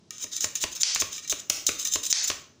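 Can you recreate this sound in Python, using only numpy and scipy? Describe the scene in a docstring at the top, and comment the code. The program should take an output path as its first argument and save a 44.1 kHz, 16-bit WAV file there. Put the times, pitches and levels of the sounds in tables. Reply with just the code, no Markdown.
"""A hard-walled workshop, one microphone: a long blade sweeps back and forth along a hand-held steel rod.
Each pass is a rasp of tiny slips through the blade's resonances, with faint squeaks, ticks where the
edge catches and often a knock at its end; light grazes leave the rod ringing. The table top reflects
the sound ahead of the room's tail, over a quiet background. The hardest clacks drive the recorder's
limiter down, so the room swells up after them."""
import sys
import numpy as np
from scipy import signal
from scipy.fft import rfft, irfft
from scipy.io import wavfile
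from scipy.ndimage import uniform_filter1d, minimum_filter1d

SR = 44100
rng = np.random.default_rng(int(sys.argv[2]) if len(sys.argv) > 2 else 0)


def put_to_file(sound):
    """Save the sound as 16-bit audio at rate SR, in the file named by the first command-line argument."""
    columns = np.atleast_2d(sound).T  # one column per channel
    safe = np.clip(columns, -1, 1)
    whole_steps = np.round(safe * 32767)
    wavfile.write(sys.argv[1], SR, whole_steps.astype(np.int16))


N = 114660

# the blade's resonances: pitch_hz, height_db (against its colour), t60_s
BLADE_MODES = [(1880, 3, .1), (2805, -3, 0.048), (3090, -0.5, 0.03), (3757, 1, 0.023), (4020, 2, 0.036),
               (5310, -2, 0.056), (6120, 5.5, 0.023), (7030, 3.5, 0.045)]


def scrape(start_s, end_s, start_db, end_db, attack_s, slips_per_s=3900, release_s=.0024):
    """One pass: tiny slips, bunched by chatter, excite the blade as the contact slides along it."""
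    t = np.arange(SR // 6) / SR
    length_s = max(end_s - start_s, .004)
    slips = (rng.random(len(t)) < slips_per_s / SR) * rng.choice([-1, 1], len(t))
    slips = slips * amp(3.5 * rng.standard_normal(len(t)).clip(-2, 2))  # uneven in strength
    slips *= amp(1.5 * wander(len(t), .0043 * SR))  # chatter
    slips *= amp(-1) / np.sqrt(np.mean(slips[t < length_s] ** 2) + 1e-9)
    contact = np.minimum(t / attack_s, 1) * np.exp(-np.maximum(t - length_s, 0) / release_s)
    pressure = contact * amp(np.interp(t, [0, length_s], [start_db, end_db]))
    force = slips * pressure
    travel = np.pi / 2 * np.minimum(t / length_s, 1)  # crossfade between two points of contact
    sound = signal.fftconvolve(force * np.cos(travel), blade_response(start_db))
    sound += signal.fftconvolve(force * np.sin(travel), blade_response(end_db))
    add(sound, 0, pressure * squeak(len(t)))
    return sound


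def blade_response(level_db, neutral_db=-34.5, brightest_db=-22):
    """The blade's response at one point of contact; more pressure is brighter, up to a limit."""
    # the scraped blade's colour: frequency_hz, level_db
    blade_colour = [(100, -29), (800, -31.5), (1200, -22.5), (2200, -21), (3200, -11.5), (4000, -8.5),
                    (4450, -16), (5100, -5), (5800, -7), (6400, 0.5), (7250, -3.5), (8000, -13.5),
                    (8700, -16), (10000, -24), (13200, -29.5), (14100, -22.5), (14700, -19.5), (15500, -12)]
    tilt = .2545 * (min(level_db, brightest_db) - neutral_db)
    return ring(blade_colour, BLADE_MODES, ripple_db=3, tilt_db_per_octave=tilt)


def squeak(count, change_s=.012):
    """The slips lock into short, unsteady squeaks near the blade's resonances."""
    # squeak notes: pitch_hz, level_db (against the rasp)
    notes = [(3720, -16), (5310, -15), (6220, -8), (7030, -9)]
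    sound = np.zeros(count)
    for hz, db in notes:
        gain = amp(db + 5 * wander(count, change_s * SR).clip(-2, 1.5))
        pitch_hz = hz * (1 + .012 * wander(count, 2 * change_s * SR))
        sound += gain * np.sin(2 * np.pi * np.cumsum(pitch_hz) / SR)
    return sound


def graze():
    """A light graze leaves the rod ringing freely, a little different each time."""
    # the rod's bending modes: pitch_hz, level_db, t60_s
    rod_modes = [(1238, -12, 0.11), (1841, -2.5, 0.073), (2335, -0.5, 0.051), (2790, -3, 0.054)]
    t = np.arange(SR // 3) / SR
    sound = np.zeros(len(t))
    for hz, db, t60 in rod_modes:
        strength, detune, phase = rng.standard_normal(3)
        envelope = amp(db + 2 * strength - 60 * t / t60)
        sound += envelope * np.sin(2 * np.pi * hz * (1 + detune / 150) * t + phase)
    return sound * (1 - np.exp(-t / .001))


def knock(level_db, body_db, thud_db):
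    """The blade bumps at the end of a pass: a bright knock, a dull body and a low thud."""
    # the bright part's colour: frequency_hz, level_db
    knock_colour = [(200, -13), (800, -10.5), (1100, -1.5), (1600, -7), (2700, -1), (4200, -5.5),
                    (6300, -2), (8000, -12), (11000, -23.5), (15500, -33)]
    # the dull body's colour: frequency_hz, level_db
    body_colour = [(60, -13), (170, -17), (300, 0), (480, -4.5), (620, -1.5), (780, -16), (1100, -5),
                   (2200, -50), (8000, -36)]
    sound = amp(level_db) * blow(ring(knock_colour, BLADE_MODES, ripple_db=2), t60_s=.03, snap=.58)
    sound += amp(body_db) * blow(ring(body_colour), t60_s=.08, snap=.95)
    add(sound, .0017, amp(thud_db) * thud())
    return sound


def thud(pitch_hz=86, rise_s=.01, t60_s=.063):
    """The hands take the blow: one low, heavily damped swing."""
    t = np.arange(SR // 5) / SR
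    envelope = (1 - np.exp(-t / rise_s)) ** 2 * amp(-60 * t / t60_s)
    swing = envelope * np.sin(2 * np.pi * pitch_hz * t)
    return swing / abs(swing).max()


def clack():
    """The blade strikes the rod hard: a very short, bright blow."""
    # the strike's colour: frequency_hz, level_db
    clack_colour = [(40, -52), (160, -40), (300, -27), (600, -18.5), (1100, -17), (2200, -6), (3800, -3),
                    (5000, 7), (6600, 5), (8000, -7.5), (10000, -22), (13500, -32), (15500, -29)]
    return blow(ring(clack_colour, BLADE_MODES), t60_s=.0078, snap=.89)


def blade_on_rod():
    """The direct sound at the microphone: rasps, ticks, grazes, knocks and clacks."""
    # passes of the edge: start_s, end_s, start_db, end_db, attack_s
    passes = [(.11, 0.191, -51.5, -48, .01), (0.185, 0.243, -47.5, -26.5, 0.0071),
              (0.311, 0.383, -39.5, -30.5, 0.0091), (0.404, 0.455, -31.5, -30, .002),
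              (.553, 0.591, -28.5, -41.5, 0.00087), (0.599, 0.639, -33, -24, 0.015),
              (0.709, 0.736, -39, -36.5, 0.015), (.748, 0.797, -20.5, -51.5, 0.017),
              (0.791, 0.819, -38, -20.5, 0.021), (0.944, 0.95, -30, -17.5, 0.0058),
              (0.986, 1.015, -39, -18, 0.009), (1.107, 1.199, -39, -39, 0.013),
              (1.222, 1.277, -40.5, -50.5, 0.011), (1.274, 1.288, -40.5, -37.5, 0.0024),
              (1.299, 1.326, -23, -28.5, 0.0012), (1.385, 1.404, -43.5, -35, .003),
              (1.665, 1.693, -20, -25, 0.0025), (1.782, 1.838, -31, -32.5, 0.013),
              (1.845, 1.889, -29, -33.5, 0.004), (1.906, 1.959, -31.5, -25, 0.014),
              (2.026, 2.075, -32.5, -30.5, 0.0092), (2.094, 2.118, -29, -21.5, 0.0087),
              (2.23, 2.269, -15.5, -42.5, 0.013), (2.272, 2.297, -21.5, -28.5, 0.0046)]
    # the edge catches: start_s, level_db
    ticks = [(0.1073, -29), (.1815, -36.5), (0.2163, -48), (0.3308, -49), (0.346, -45), (.3655, -26),
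             (0.4078, -22), (0.4436, -18), (0.5539, -20.5), (.5585, -26), (.628, -28), (0.8097, -26.5),
             (0.948, -14), (1.002, -16.5), (1.1295, -29), (1.18, -31), (1.277, -33), (1.2972, -19),
             (1.499, -3), (1.6666, -8.5), (1.682, -18.5), (1.797, -27), (1.8138, -43), (1.851, -19),
             (1.8728, -21), (1.924, -36), (1.937, -15.5), (2.0345, -27), (2.0535, -23.5), (2.066, -22.5),
             (2.1048, -46), (2.243, -24)]
    # light touches on the rod: start_s, level_db
    grazes = [(0.106, -43), (.263, -46), (.378, -46), (.555, -40.5), (.778, -56), (0.963, -35.5),
              (1.179, -40), (1.249, -44), (1.326, -44), (1.382, -45), (1.853, -35)]
    # bumps that end a pass: start_s, level_db, body_db, thud_db
    knocks = [(0.242, -33.5, -39.5, -58), (.443, -21.5, -34, -44), (0.639, -19.5, -31.5, -41),
              (0.9601, -18.5, -39, -61), (1.0207, -20.5, -30.5, -40), (1.325, -24, -32, -51),
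              (1.502, -13, -25, -40), (1.6904, -18, -25, -41.5), (1.958, -23, -30.5, -44),
              (2.301, -18.5, -30.5, -42), (2.315, -28, -38, -52)]
    # hard strikes: start_s, level_db
    clacks = [(.833, 6), (1.5002, -9), (2.1276, 6)]
    out = np.zeros(N)
    for start_s, *stroke in passes:
        add(out, start_s, scrape(start_s, *stroke))
    for start_s, db in ticks:
        add(out, start_s, amp(db) * blow(blade_response(db), t60_s=.015, snap=.32))
    for start_s, db in grazes:
        add(out, start_s, amp(db) * graze())
    for start_s, *levels_db in knocks:
        add(out, start_s, knock(*levels_db))
    for start_s, db in clacks:
        add(out, start_s, amp(db) * clack())
    return out


def blow(response, t60_s, snap, size=8192):
    """A contact click of height snap and a quickly dying rattle excite a response."""
    t = np.arange(size) / SR
    rattle = rng.standard_normal(size) * amp(-60 * t / t60_s)
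    force = rattle / np.linalg.norm(rattle)
    force[0] += snap
    for _ in range(2):  # even out the colour, keep the blow short
        flattened = irfft(np.exp(1j * np.angle(rfft(force))))
        force = flattened * np.exp(-(2 * t / t60_s) ** 2)
    sound = signal.fftconvolve(force, response)
    return sound / np.linalg.norm(sound) * np.sqrt(.003 * SR)  # the energy of 3 ms at rms 1


def ring(colour, modes=(), ripple_db=0, tilt_db_per_octave=0, size=16384):
    """A struck body's response, of energy 1: a tilted colour, narrow modes and random ripples."""
    hz = np.fft.rfftfreq(size, 1 / SR)
    peaks = 1 + sum(amp(db) ** 2 / (1 + ((hz - f) * t60 / 1.1) ** 2) for f, db, t60 in modes)
    slope_db = tilt_db_per_octave * np.log2(np.maximum(hz, 1000) / 6000)  # pivots at 6 kHz
    uneven_db = ripple_db * wander(len(hz), 262 / hz[1])  # ripples 262 Hz wide
    gain = amp(curve_at(colour, hz) + slope_db + uneven_db) * np.sqrt(peaks)
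    # minimum phase: nothing sounds ahead of the contact
    cepstrum = irfft(np.log(gain))
    cepstrum[1:size // 2] *= 2
    cepstrum[size // 2 + 1:] = 0
    response = irfft(np.exp(rfft(cepstrum)))
    return response / np.linalg.norm(response)


def room(direct, tails=7, turn_s=.11):
    """The moving blade sends its sound down changing paths: several tails take turns."""
    turn = np.arange(N) / SR / turn_s
    shares = (np.sin(np.pi / 2 * np.minimum((turn - k) % tails, 2)) for k in range(tails))
    return sum(signal.fftconvolve(direct * share, room_tail())[:N] for share in shares)


def room_tail(rise_s=.0048):
    """The hard walls return a dense tail in which the midrange lasts longest."""
    # the room's decay: frequency_hz, t60_s
    decay = [(100, 0.35), (400, .5), (1500, .5), (4000, 0.364), (6500, 0.4048), (10000, 0.25), (15000, 0.4)]
    # the tail's strength: frequency_hz, level_db
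    strength = [(100, -5), (400, -7), (1500, -5.5), (4000, -4.5), (6500, -9), (10000, -4.5), (15000, -10)]
    hz, t, bands = signal.stft(rng.standard_normal(SR), SR, nperseg=256)
    t60 = curve_at(decay, hz)[:, None]
    bands *= amp(curve_at(strength, hz)[:, None] - 60 * t / t60)
    bands *= np.sqrt(2 * np.log(1000) / (t60 * SR))  # a longer decay adds no energy
    tail = signal.istft(bands, SR, nperseg=256)[1][:SR]
    return tail * (1 - np.exp(-np.arange(SR) / SR / rise_s))


def room_tone(level_db=-60.5):
    """The workshop's quiet background: a low, steady noise with a faint hiss."""
    # the background's colour: frequency_hz, level_db
    air_colour = [(20, -33.5), (45, -42), (85, 0), (150, 1), (330, -1), (700, -15), (2000, -24),
                  (6000, -17), (9000, -34), (15500, -62)]
    gain = amp(curve_at(air_colour, np.fft.rfftfreq(N, 1 / SR)))
    noise = irfft(rfft(rng.standard_normal(N)) * gain, N)
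    return amp(level_db) * noise / np.sqrt(np.mean(noise ** 2))


def amp(db):
    """Decibels to gain."""
    return 10 ** (np.asarray(db) / 20)


def curve_at(points, hz):
    """Interpolates a table on a log-frequency axis."""
    points_hz, values = np.transpose(points)
    return np.interp(np.log(hz + 1), np.log(points_hz + 1), values)


def add(mix, start_s, sound):
    """Mixes a sound in at a time."""
    part = mix[max(round(start_s * SR), 0):][:len(sound)]
    part += sound[:len(part)]


def wander(count, span):
    """A random drift of spread about 1 that takes a new course every span steps."""
    position = np.arange(count) / max(span, 1)
    return 1.2 * np.interp(position, np.arange(1024), rng.standard_normal(1024))


def scene():
    """At the microphone: blade and rod, the table's reflection, the room and its background."""
    steel = blade_on_rod()
    out = steel + room(steel) + room_tone()
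    add(out, .0047, amp(-15.5) * steel)  # off the table top, a path 1.6 m longer
    return out[None]


def record(dry, limit_db=-13, look_ahead_s=.0013, recover_s=.057, cutoff_hz=15550):
    """The recorder's look-ahead limiter ducks at once and recovers smoothly; then clip and band limit."""
    level_db = 10 * np.log10(abs(uniform_filter1d(dry[0] ** 2, size=128)) + 1e-12)
    over_db = np.maximum(level_db - limit_db, 1e-6)
    held_db = -minimum_filter1d(-over_db, 2 * int(look_ahead_s * SR / 2) + 1)
    fall = np.arange(N) / SR / recover_s
    duck_db = np.exp(np.maximum.accumulate(np.log(held_db) + fall) - fall)  # each peak decays away
    limited = np.clip(dry * amp(-uniform_filter1d(duck_db, size=64)), -1, 1)
    lowpass = signal.firwin(1023, cutoff_hz, window=("kaiser", 9), fs=SR)
    return signal.oaconvolve(limited, lowpass[None], "same")


dry = scene()
out = record(dry)
put_to_file(out)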